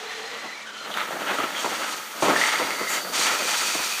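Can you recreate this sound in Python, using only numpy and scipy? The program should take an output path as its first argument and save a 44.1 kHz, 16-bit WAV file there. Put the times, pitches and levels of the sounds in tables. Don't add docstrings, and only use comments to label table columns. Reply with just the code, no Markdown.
import sys
import numpy as np
from scipy import signal
from scipy.fft import rfft, irfft
from scipy.io import wavfile
from scipy.ndimage import map_coordinates

SR = 44100
rng = np.random.default_rng(int(sys.argv[2]) if len(sys.argv) > 2 else 0)


def log_audio(samples):
    frames = np.atleast_2d(samples).T
    limited = np.clip(frames, -1, 1)
    pcm = np.round(limited * 32767).astype(np.int16)
    wavfile.write(sys.argv[1], SR, pcm)


N = 176400
TIME_S = np.arange(N) / SR


def undb(db):
    return 10 ** (np.asarray(db) / 20)


def unit(x):
    return x / np.sqrt(np.mean(x ** 2) + 1e-18)


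def follow(curve):
    return undb(np.interp(TIME_S, *np.array(curve).T))


def colour(x, points):
    size = 2 * N
    hz, db = np.array(points).T
    gain = undb(np.interp(np.log(np.fft.rfftfreq(size, 1 / SR) + 1), np.log(hz), db))
    cepstrum = irfft(np.log(unit(gain)))
    cepstrum[1:N] *= 2
    cepstrum[N + 1:] = 0
    return irfft(rfft(x, size) * np.exp(rfft(cepstrum)))[:N]


def walk(per_s):
    return map_coordinates(rng.standard_normal(2048), [TIME_S * per_s], order=2, mode="wrap")


def grains(per_s, spread_db):
    fires = rng.random(N) < per_s / SR
    size = undb(spread_db * np.clip(rng.standard_normal(N), -2.5, 2.5))
    return unit(fires * rng.choice([-1, 1], N) * size)


def wetness(arrival_s=0.875, rise_s=0.15):
    return np.clip((TIME_S - arrival_s) / rise_s + .5, 0, 1)


def yard(level_db=-54.5):
    return undb(level_db) * colour(rng.standard_normal(N), [(70, -38), (200, 9), (1300, 10), (15000, -38)])


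def pump():
    # pitch_hz, level_db
    tones = [(218,-60.5),(1157,-54)]
    clock_s = np.cumsum(1 + 0.00297 * walk(7.7)) / SR
    return sum(undb(db) * np.sqrt(2) * np.sin(2 * np.pi * (hz * clock_s + rng.random()))
               for hz, db in tones)


def hiss(mist_edge_hz=8460, mist_db=(-51, -36)):
    # time_s, level_db
    fizz_level = [(0,-45),(.18,-42),(.7,-47),(.97,-42.5),(1.17,-43.5),(1.3,-39.5),(1.54,-40),(1.58,-35.5),(1.92,-35.5),(2.12,-44.5),(2.2,-39.5),(2.225,-29),(2.32,-34.5),(2.42,-27.5),(2.66,-35.5),(2.85,-37.5),(2.95,-29.5),(3.04,-40.5),(3.12,-40),(3.14,-27),(3.22,-23.5),(3.37,-31),(3.53,-26),(4,-31)]
    # frequency_hz, gain_db
    flat_colour = [(1500,-13),(2600,-3.5),(4100,-1.5),(5100,-5.5),(6400,-5.5),(7600,-11),(15000,-31)]
    # frequency_hz, gain_db
    full_colour = [(200,-25),(1500,-14.5),(2800,-1.5),(4850,2.5),(5100,-7),(5450,2),(6900,1.5),(7600,-3.5),(9000,-2.5),(10400,-15),(12200,-13),(14000,-20.5)]
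    wet = wetness()
    fizz = grains(per_s=24000, spread_db=1.5) * undb(1.05 * walk(70))
    skin = (1 - wet) * undb(2.0) * colour(fizz, flat_colour) + wet * colour(fizz, full_colour)
    highpass = signal.butter(1, mist_edge_hz, "high", fs=SR, output="sos")
    mist = unit(signal.sosfilt(highpass, rng.standard_normal(N)))
    return skin * follow(fizz_level) + wet * mist * undb(np.linspace(*mist_db, N))


def sprays():
    # start_s, level_db, rise_s
    jets = [(1.555,-44,0.072),(2.205,-38.5,0.032),(2.87,-31,0.047)]
    # frequency_hz, gain_db
    spray_colour = [(4500,-29),(6800,9),(10300,-10),(12500,1),(15000,-14)]
    flow = np.zeros(N)
    for start, db, rise in jets:
        age = np.maximum(TIME_S - start, 0) / rise
        flow += undb(db) * (age * np.exp(1 - age)) ** 2
    return flow * colour(rng.standard_normal(N), spray_colour)


def folds(waver=.009, fade_s=0.019, stutter_db=2):
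    # start_s, end_s, start_hz, end_hz, width_hz, level_db
    pockets = [(0,0.372,440,465,45,-44),(0,0.31,755,780,76,-48),(0.067,0.546,1860,1995,200,-42),(0.07,.57,4080,4094,75,-49),(0.527,0.657,2284,2260,150,-44),(0.577,0.691,2105,1620,260,-45.5),(0.659,0.862,1485,1350,160,-41.5),
               (0.658,0.92,3110,3050,220,-47),(0.78,.88,4170,4190,90,-48),(0.91,1.021,3370,3460,900,-37),(1.556,1.615,3230,3280,320,-35.5),(2.34,2.569,1865,2120,250,-29),(2.578,2.992,2060,1997,240,-36),
               (2.423,4.065,4640,4610,300,-42.5),(3.169,4.001,2410,2490,240,-37)]
    out = np.zeros(N)
    for start, end, start_hz, end_hz, width, db in pockets:
        lowpass = signal.butter(2, width / 2, fs=SR, output="sos")
        turbulence = signal.sosfilt(lowpass, rng.standard_normal((2, N)))
        pitch_hz = np.interp(TIME_S, [start, end], [start_hz, end_hz]) * (1 + waver * walk(per_s=18))
        phase = 2 * np.pi * np.cumsum(pitch_hz) / SR
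        ring = unit(turbulence[0] * np.cos(phase) + turbulence[1] * np.sin(phase))
        gate = np.clip(np.minimum(TIME_S - start, end - TIME_S) / fade_s + .5, 0, 1)
        out += undb(db + stutter_db * walk(per_s=90)) * gate * ring
    return out


def snaps(crack_s=0.00028, crack_db=-15.5):
    # start_s, level_db, pitch_hz, decay_s
    pops = [(.941,-15.5,3100,0.0013),(0.9734,-9,1470,0.00064),(0.986,-13,1500,0.00073),(1.0148,-15,1330,0.0015),(1.108,-16,720,0.0019),(1.386,-17,1320,0.0032),(1.401,-14,1220,0.0025),(1.443,-17.5,1320,0.0027),(1.645,-15.5,800,0.0039),(1.6605,-16,945,0.0054),
            (2.3045,-12,1110,0.00099),(2.31,-8.5,1250,0.0011),(2.362,-12,1790,0.0058),(2.414,-11.5,1940,0.0075),(2.438,-10.5,2070,0.0036),(2.617,-14.5,526,0.0051),(2.707,-7,1750,0.00039)]
    out, noise = np.zeros(N), rng.standard_normal(N)
    for start, db, hz, decay in pops:
        age = np.clip(TIME_S - start, 0, 20 * decay)
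        ring = np.exp(-age / decay) * np.sin(2 * np.pi * hz * age)
        crack = undb(crack_db) * noise * (age > 0) * np.exp(-age / crack_s)
        out += undb(db) * (ring + crack)
    return signal.sosfilt(signal.butter(2, 450, "high", fs=SR, output="sos"), out)


def thumps(attack_s=0.0031, slap_boost_db=15.5):
    # start_s, level_db, decay_s
    slugs = [(0.444,-29.5,0.02),(1.386,-27,0.036),(1.433,-29.5,0.021),(1.644,-24.5,0.034),(1.716,-30.5,0.017),
             (2.224,-13,0.017),(2.253,-20.5,0.042),(2.282,-20.5,0.039),(2.593,-27.5,0.078),(2.809,-25,0.018),(3.75,-25.5,0.018),(3.792,-31.5,0.035)]
    # frequency_hz, gain_db
    wall_colour = [(45,-26),(90,-12.5),(150,-9),(280,2),(750,2),(1100,0.5),(1600,-14),(2400,-10),(12000,-40)]
    force, slap = np.zeros(N), np.zeros(N)
    for start, db, decay in slugs:
        age = np.maximum(TIME_S - start, 0)
        force += undb(db) * np.minimum(age / attack_s, 1) * np.exp(-age / decay)
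        slap[int(start * SR)] = undb(db + slap_boost_db)
    knocks = force * grains(per_s=2000, spread_db=-0.5)
    return colour(slap + knocks, wall_colour)


def churn(crackle_db=-10):
    # time_s, level_db
    rush_level = [(0,-38),(.15,-35.5),(.5,-38.5),(.7,-45),(.955,-38),(.985,-28),(1.07,-34),(1.19,-38.5),(1.31,-26),(1.35,-32.5),(1.42,-30.5),(1.62,-33),(1.85,-30),(2.12,-41.5),(2.21,-38.5),(2.23,-27.5),(2.53,-26.5),(2.86,-35.5),(2.96,-26.5),(3.04,-41),(3.12,-41.5),(3.14,-30.5),(3.295,-22),(3.36,-30),(3.52,-28),(4,-35.5)]
    # frequency_hz, gain_db
    rush_colour = [(400,-27),(900,-2),(1130,-6),(1360,0),(1560,-4.5),(1930,-1.5),(2600,-6),(3400,-7),(4300,-16.5),(5200,-31.5)]
    # time_s, level_db
    rumble_level = [(0,-50.5),(.4,-43.5),(.62,-50),(.78,-51),(.89,-38.5),(1.32,-32.5),(1.55,-40.5),(1.88,-36),(2.12,-49.5),(2.2,-39),(2.34,-25.5),(2.5,-37),(3.28,-33.5),(3.55,-37),(4,-46.5)]
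    # frequency_hz, gain_db
    rumble_colour = [(80,-38),(135,-9),(200,-0.5),(600,7.5),(900,1),(1500,1),(4000,-26)]
    spurt = walk(55)
    bubbles = grains(per_s=3500, spread_db=1.5) * undb(1.9 * spurt - 1.1)
    crackle = grains(per_s=250, spread_db=3.5) * wetness() * undb(crackle_db)
    surge = grains(per_s=900, spread_db=1.5) * undb(spurt + 1.05 * walk(21))
    rush = colour(bubbles + crackle, rush_colour) * follow(rush_level)
    rumble = colour(surge, rumble_colour) * follow(rumble_level)
    return rush + rumble


def hose_ring(x):
    # pitch_hz, width_hz, gain_db
    modes = [(291,29,-9),(880,19,-10),(1282,103,-1),(1594,51,-9.5),(4540,120,-10.5)]
    return sum(undb(db) * signal.lfilter(*signal.iirpeak(hz, hz / width, fs=SR), x)
               for hz, width, db in modes)


def scene():
    hose = churn() + hiss() + sprays() + folds() + thumps() + snaps()
    mono = hose + wetness() * hose_ring(hose) + pump() + yard()
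    return np.array([mono, mono])


def record(dry, low_cut_hz=110, top_hz=15300):
    thin = signal.sosfilt(signal.butter(4, low_cut_hz, "high", fs=SR, output="sos"), dry)
    return signal.sosfilt(signal.ellip(12, .2, 90, top_hz, fs=SR, output="sos"), thin)


dry = scene()
out = record(dry)
log_audio(out)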